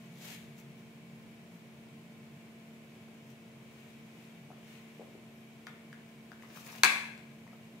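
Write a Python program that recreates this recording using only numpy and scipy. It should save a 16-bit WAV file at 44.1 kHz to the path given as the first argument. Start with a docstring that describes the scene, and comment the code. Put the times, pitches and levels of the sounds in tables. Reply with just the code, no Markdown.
"""Cutting paper and sheathing a knife

A long knife slices a hanging sheet of soft paper, snapping its fibres, while a sleeve rustles.
Hands bump the wooden sheath; the steel taps at its mouth, rasps in and seats with a sharp clack
that rings the wood. A tiled room echoes it all, and a fan hums in the background."""
import sys
import numpy as np
from scipy import signal
from scipy.fft import rfft, irfft
from scipy.io import wavfile
from scipy.ndimage import uniform_filter1d

SR = 44100
rng = np.random.default_rng(int(sys.argv[2]) if len(sys.argv) > 2 else 0)


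def put_to_file(sound):
    """Save the sound as 16-bit audio at rate SR, in the file named by the first command-line argument."""
    columns = np.atleast_2d(sound).T  # one column per channel
    safe = np.clip(columns, -1, 1)
    whole_steps = np.round(safe * 32767)
    wavfile.write(sys.argv[1], SR, whole_steps.astype(np.int16))


N = 343980
T = np.arange(N) / SR

# light knocks of steel on wood: t/s, level/dB, f/Hz, tick level relative to the knock/dB
TAP_HITS = [(5.6685, -25, 2040, 2.5), (5.6700, -23, 1690, -11), (5.6725, -24.5, 1300, -5),
            (5.9287, -24, 1650, -6), (6.318, -25.5, 1550, -5.5), (6.424, -29.5, 1980, -7),
            (6.435, -30.5, 1100, -22), (6.565, -31.5, 1620, -1), (6.573, -29.5, 1190, -4),
            (6.669, -29.5, 1860, -12), (6.728, -29, 1140, -20.5), (6.752, -31.5, 2360, -1.5),
            (6.783, -33.5, 2730, 2.5), (7.178, -44.5, 7560, 13), (7.467, -32.5, 957, -14),
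            (7.477, -34, 1950, -12), (7.532, -37, 1290, -8)]


def undb(db):
    """Turn decibels into a gain."""
    return 10 ** (np.asarray(db) / 20)


def unit(x):
    """Scale a sound to an average (rms) level of 1."""
    return x / np.sqrt(np.mean(x ** 2))


def panned(pan_db):
    """Left and right gains; the left is pan_db louder."""
    return undb(np.array([[pan_db], [-pan_db]]) / 2)


def add(out, s, x):
    """Mix x into out, starting at s seconds."""
    i = int(s * SR)
    out[..., i:i + x.shape[-1]] += x[..., :out.shape[-1] - i]


def curve(rows):
    """A gain that follows rows of t/s, level/dB and is zero outside them."""
    s, db = np.transpose(rows)
    return undb(np.interp(T, s, db)) * (T >= s[0]) * (T <= s[-1])


def stroke(start_s, end_s, attack_s, release_s):
    """Gain of one movement: grows until start_s, holds at 1, dies away after end_s."""
    return np.exp(-np.maximum(start_s - T, 0) / attack_s - np.maximum(T - end_s, 0) / release_s)


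def swell(s, width_s):
    """A bell-shaped gain that reaches 1 at s seconds."""
    return np.exp(-((T - s) / width_s) ** 2 / 2)


def decay(t, t60):
    """A fade that drops 60 dB every t60 seconds."""
    return np.exp(-np.log(1000) * t / t60)


def walk(rate):
    """A smooth random wander of size about 1, with rate turns a second."""
    hold = int(SR / rate)
    steps = np.repeat(rng.standard_normal(N // hold + 1), hold)
    return unit(uniform_filter1d(steps, hold)[:N])


def convolve(x, response):
    """Give every sample of x the same ring or echo."""
    return signal.fftconvolve(np.atleast_2d(x), np.atleast_2d(response), axes=1)[:, :x.shape[-1]]


def band(x, kind, hz, order=2):
    """Keep the "low" or the "high" side of a frequency."""
    return signal.sosfilt(signal.butter(order, hz, kind, fs=SR, output="sos"), x)


def colour(x, points, size=4096):
    """Shape the tone along points of f/Hz, level/dB."""
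    hz, db = np.transpose(points)
    f = np.maximum(np.fft.rfftfreq(size, 1 / SR), 1)
    gain = undb(np.interp(np.log(f), np.log(hz), db))
    cepstrum = irfft(np.log(gain))
    cepstrum[1:size // 2] *= 2  # folded forward so the filter never rings ahead of the sound
    cepstrum[size // 2 + 1:] = 0
    return convolve(x, irfft(np.exp(rfft(cepstrum))))


def resonance(x, hz, width_hz):
    """Keep a narrow band around one pitch."""
    return signal.lfilter(*signal.iirpeak(hz, hz / width_hz, fs=SR), x)


def diffuse(size, apart_hz=900):
    """Noise from all around: left and right share the bass but not the treble."""
    alike = 0.96 * np.exp(-(np.fft.rfftfreq(size, 1 / SR) / apart_hz) ** 2)
    mid, side = rfft(rng.standard_normal((2, size))) * np.sqrt([1 + alike, 1 - alike]) / np.sqrt(2)
    return irfft([mid + side, mid - side], size)


def grains(rate, spread_db, shared):
    """Tiny snaps of uneven size, partly shared by left and right."""
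    snaps = (rng.random((3, N)) < rate / SR) * rng.standard_normal((3, N))
    snaps *= undb(spread_db * rng.standard_normal((3, N)))
    return np.sqrt(shared) * snaps[2] + np.sqrt(1 - shared) * snaps[:2]


def knock(hz, t60):
    """One fading note with an energy of 1."""
    t = T[:SR // 10]
    ring = np.sin(2 * np.pi * hz * t) * decay(t, t60) * (1 - np.exp(-2 * hz * t))
    return ring / np.linalg.norm(ring)


def fan(shaft_hz=75.13, rush_db=-56.5):
    """Spinning blades hum, air rushes, and its swirls make the room boom."""
    # blade tones: multiple of the shaft rate, level/dB
    blade_tones = [(3, -56), (5, -72), (6, -70), (8, -74.5), (9, -72.5), (14, -80.5), (30, -78.5)]
    # a fainter second hum: f/Hz, level/dB
    faint_tones = [(543.7, -82.5), (726.7, -84)]
    # low notes of the room: f/Hz, half-width of each filter/Hz, level before the draught/dB
    room_notes = [(141.3, 4.7, -66), (172.2, 10, -63.5)]
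    # the draught raises and lowers the boom: t/s, gain/dB
    draught = [(0, 4.5), (1.8, 3), (2.4, -2.5), (5, -1), (6, -8), (7.8, 1)]
    # tone of rushing air: f/Hz, level/dB
    air_tone = [(18, -70), (30, -44), (107, -11.5), (136, -2), (195, -9), (228, -7.5), (253, -11),
                (374, -13.5), (404, -18), (448, -16.5), (1030, -24), (1110, -26), (2310, -24.5),
                (4780, -35.5), (15000, -41.5)]
    turns = np.cumsum(shaft_hz * (1 + 0.00099 * walk(3))) / SR
    hum = np.zeros(N)
    for k, db in blade_tones:
        hum += undb(db + .5 * walk(5)) * np.sqrt(2) * np.sin(2 * np.pi * (k * turns + rng.random()))
    for hz, db in faint_tones:
        hum += undb(db) * np.sqrt(2) * np.sin(2 * np.pi * hz * T)
    noise = diffuse(N)
    boom = 0
    for hz, half_width, db in room_notes:
        note = resonance(noise, hz, 2 * half_width)
        boom += undb(db) * unit(resonance(note, hz, 2 * half_width))
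    # two soft, narrow peaks colour the steady background hiss
    hiss_peaks = unit(resonance(noise, hz=2274, width_hz=130)) * undb(-71)
    hiss_peaks += unit(resonance(noise, hz=1040, width_hz=90)) * undb(-77.5)
    rush = unit(colour(diffuse(N), air_tone)) * undb(rush_db + 0.087 * walk(1.8))
    return hum + boom * curve(draught) + rush + hiss_peaks


def rustle(steady_db=-67):
    """Paper, sleeve and palm brush softly all the time, swelling with each movement."""
    # arm movements: t/s, level/dB, half-width/s
    brushes = [(.02, -64, .06), (2.98, -70, 0.052), (3.83, -65, 0.14), (4.22, -65, 0.12),
               (4.72, -59.5, 0.075), (4.95, -67, .15), (7.6, -71.5, .1)]
    # tone of rubbing cloth: f/Hz, level/dB
    cloth_tone = [(400, -2.5), (1200, -7), (2400, 1), (4500, -9.5), (7000, -10), (10000, -17), (15000, -13)]
    power = undb(steady_db) ** 2 + sum((undb(db) * swell(s, width)) ** 2 for s, db, width in brushes)
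    rubbing = colour(grains(rate=7000, spread_db=2.5, shared=.2), cloth_tone)
    return unit(rubbing) * np.sqrt(power) * panned(0.37)


def paper_cut(start_s=0.23, end_s=0.35, cut_db=-50.5, flutter_db=-57):
    """Fibres snap by the thousand as the edge runs through the sheet, which flutters around the cut."""
    # tone of snapping paper: f/Hz, level/dB
    paper_tone = [(300, -8), (700, -3), (1200, -8.5), (1900, -0.5), (2600, -3.5), (4000, -3.5), (5500, -7),
                  (6700, -4.5), (8500, -12), (11000, -11.5), (14000, -7.5), (15500, -11.5)]
    fibres = grains(rate=9000, spread_db=0, shared=0.2) * undb(1.5 * walk(123))
    cutting = undb(cut_db) * stroke(start_s, end_s, attack_s=0.026, release_s=0.007)
    flutter = undb(flutter_db) * swell((start_s + end_s) / 2, width_s=0.11)
    return unit(colour(fibres, paper_tone)) * np.hypot(cutting, flutter) * panned(0.84)


def paper_flicks():
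    """The loose sheet flexes and settles in short bright whispers."""
    # flicks of the sheet: t/s, level/dB, half-width/s
    flicks = [(0.59, -57.5, 0.013), (0.797, -66, .012), (1.547, -68, .025), (3.302, -61.5, 0.016)]
    # tone of flexing paper: f/Hz, level/dB
    flick_tone = [(500, 4), (2500, 2), (4500, -3), (6500, 2), (9000, -9), (14000, -0.5)]
    flexing = sum(undb(db) * swell(s, width) for s, db, width in flicks)
    crinkle = colour(grains(rate=1400, spread_db=2.5, shared=.3), flick_tone)
    return unit(crinkle) * flexing * panned(2)


def hand_bumps(t60=0.0094):
    """A hand picks up and grips the sheath; soft flesh stops each knock almost at once."""
    # dull knocks: t/s, level/dB, f/Hz
    bumps = [(4.504, -24.5, 720), (4.516, -34, 1290), (4.996, -20, 420), (5.007, -20, 410),
             (5.012, -31, 780), (5.018, -23.5, 565), (5.152, -24, 384), (7.531, -29, 684)]
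    out = np.zeros(N)
    for s, db, hz in bumps:
        add(out, s, undb(db) * knock(hz, t60))
    return out * panned(1.3)


def squeak(middle_s=5.355, half_s=0.135, top_hz=12800, sag_hz_per_s=19000):
    """A very faint, thin squeak rises and falls as the sheath is lifted."""
    away_s = np.minimum(np.abs(T - middle_s), half_s)
    pitch = (top_hz - sag_hz_per_s * away_s) * (1 + .004 * walk(300))
    gain = undb(-76) * (1 - (away_s / half_s) ** 2)
    return np.sin(2 * np.pi * np.cumsum(pitch) / SR) * gain


def blade_taps(wood_t60=0.0097, tick_t60=0.0079, steel_db=-11):
    """The blade knocks on the sheath's mouth and walls: each time a dry note with a steely tick."""
    # tone of the tick: f/Hz, level/dB
    tick_tone = [(500, 3.5), (2000, 6), (3300, 0.5), (6000, -8), (9000, -11.5), (15000, -19)]
    out, t = np.zeros((2, N)), T[:SR // 10]
    steel = undb(steel_db) * (knock(hz=4850, t60=0.06) + 0.39 * knock(hz=5800, t60=0.069))
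    for s, db, hz, tick_db in TAP_HITS:
        tick = colour(rng.standard_normal((2, len(t))) * decay(t, tick_t60), tick_tone)
        tick /= np.linalg.norm(tick[0])
        add(out, s, undb(db) * (knock(hz, wood_t60) + undb(tick_db) * (tick + steel)))
    return out * panned(4.2)


def sheath_rasp(slide_db=-55, press_db=-3.5):
    """Steel catches and slips on wood in uneven surges, rubbing harder wherever it knocks a wall."""
    # tone of steel rubbing wood: f/Hz, level/dB
    rasp_tone = [(400, -6), (700, -3.5), (1100, -1.5), (1400, -6), (1700, -1), (2000, -8.5), (2400, -1.5),
                 (3000, -7.5), (4000, -6), (5200, -6), (6600, -4.5), (8100, -12), (10000, -11),
                 (15000, -6.5)]
    slips = colour(grains(rate=2600, spread_db=2, shared=0.21), rasp_tone)
    wood = band(slips, "low", hz=4500)
    hiss = slips - wood
    surging = wood * undb(5.1 * walk(78)) + hiss * undb(1.8 * walk(130))
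    speed = stroke(start_s=6.55, end_s=6.76, attack_s=0.07, release_s=0.11)
    pressure = 1 + undb(press_db) * sum(swell(s, width_s=0.0068) for s, *_ in TAP_HITS)
    return unit(surging) * speed * pressure * undb(slide_db) * panned(2.4)


def clack_notes(left_lag_rad=1.06):
    """Short wooden notes of the sheath, and faint pitches that linger in the echo after the clack."""
    # wooden notes, then four lingering pitches: f/Hz, time to fade 60 dB/s, energy/dB, left minus right/dB
    notes = [(281, 0.015, -18, -1.5), (415, .025, -33.5, -0.5), (770, 0.015, -13, 0.5),
             (967, 0.025, -17, 0), (1076, 0.057, -11, -9), (1250, .02, -18.5, 2), (1640, 0.025, -1, 5.5),
             (2124, 0.032, -11.5, 2.5), (2336, 0.023, -4, -0.5), (2653, 0.032, -7.5, 2),
             (3034, 0.017, -12.5, -10), (3380, 0.025, -19, 3), (4000, 0.015, -2, -6), (6230, .008, -8, 3),
             (7910, 0.0068, -15.5, -7), (1130, .4, -21, -2), (1544, 0.55, -17.5, -5),
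             (2140, 0.45, -18.5, -6.5), (2500, .4, -19.5, 2.5)]
    t = T[:SR // 2]
    phase = np.array([[-left_lag_rad], [left_lag_rad]]) / 2  # the right side hears each swing first
    ring = 0
    for hz, t60, db, pan_db in notes:
        note = np.cos(2 * np.pi * hz * t + phase) * decay(t, t60) * (1 - np.exp(-2 * hz * t))
        ring += undb(db) * panned(pan_db) * note / np.linalg.norm(note[0])
        ring = -ring  # neighbouring notes swing in opposite directions
    return ring


def sheath_clack(crack_t60=0.0075, directions=4):
    """The hilt slams home in a quick stutter; each contact rings the wood and throws off a crack."""
    # hilt striking the sheath mouth: t/s, blow level/dB, contact time/ms, crack level/dB
    contacts = [(6.8337, -0.5, 0.046, -16), (6.8346, 8, 0.059, 6.5), (6.8357, -9.5, 0.23, -11.5)]
    # tone of the crack: f/Hz, level/dB
    crack_tone = [(200, -7.5), (600, -4), (1000, -3), (1900, -7), (3000, -3.5), (4000, 4), (5200, 4),
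                  (6500, 3.5), (8000, -3.5), (9700, -5.5), (12500, -9.5), (14000, -7), (15500, -9)]
    start_s, t = contacts[0][0], T[:SR]
    force, burst = np.zeros(SR), np.zeros(SR)
    fade = decay(t, crack_t60)
    for s, db, contact_ms, crack_db in contacts:
        push = (t + 1 / SR) * np.exp(-2 * np.pi * t * 1000 / contact_ms)
        add(force, s - start_s, undb(db) * push / push.sum())
        add(burst, s - start_s, undb(crack_db) * fade / np.linalg.norm(fade))
    ring = convolve(force, clack_notes())
    crack = colour(rng.standard_normal((2, SR)) * burst, crack_tone) * panned(9.1)
    scattered = 0
    for _ in range(directions):  # the crack leaves differently each way, so its echo is smooth
        outgoing = colour(rng.standard_normal(SR) * burst, crack_tone)
        scattered += reverb(outgoing[0]) / np.sqrt(directions)
    out = np.zeros((2, N))
    add(out, start_s, echoes(ring + crack) + reverb(ring[0]) * undb(1) + scattered * undb(6.5))
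    return out


def echoes(x):
    """The direct sound plus its first bounces off ceiling and walls."""
    # bounces: delay/s, left level/dB, right level/dB
    bounces = [(.0096, -9.5, -9), (0.0151, -8, -28.5), (0.024, -17.5, -11.5)]
    out = x.copy()
    for delay_s, left_db, right_db in bounces:
        add(out, delay_s, x * undb([[left_db], [right_db]]))
    return out


def reverb(x, low_t60=0.62, high_t60=0.5, split_hz=3200, build_s=0.0035):
    """Countless bounces off tiles and plaster blur into a tail whose treble fades first."""
    # tone of the room's tail: f/Hz, level/dB
    tile_tone = [(200, -3.5), (1000, -1), (1600, -3), (1900, 3.5), (2400, 2.5), (3200, 3.5), (4000, -1),
                 (5000, -5.5), (6300, -9.5), (7200, -4.5), (10000, -4), (15000, -6.5)]
    t, noise = T[:SR], diffuse(SR)
    low = band(noise, "low", split_hz, order=3) * decay(t, low_t60)
    high = band(noise, "high", split_hz, order=3) * decay(t, high_t60)
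    tail = (low + high) * (1 - np.exp(-(t / build_s) ** 2))
    tail = colour(tail / np.linalg.norm(tail[0]), tile_tone)
    return convolve(x, tail) * undb(-3) * panned(2)


def scene():
    """Paper, hands, knife and sheath sound through the room, over the fan."""
    # the right microphone's duller tone: f/Hz, level/dB
    right_tone = [(5000, -2.5), (10500, -0.5), (12500, -4.5), (15000, -12.5)]
    handling = paper_cut() + paper_flicks() + rustle() + squeak()
    handling += sheath_rasp() + blade_taps() + hand_bumps()
    heard = echoes(handling) + reverb(handling[0]) + sheath_clack()
    left, right = band(heard, "high", hz=170)  # the handled sounds and their echoes carry no deep bass
    return np.vstack([left, colour(right, right_tone)]) + fan()


def record(dry):
    """Round off the loudest peak and cut the highest treble."""
    ceiling, top_hz = 0.7, 15600
    rounded = ceiling * np.tanh(dry / ceiling)
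    return signal.sosfilt(signal.ellip(10, .2, 80, top_hz, fs=SR, output="sos"), rounded)


dry = scene()
out = record(dry)
put_to_file(out)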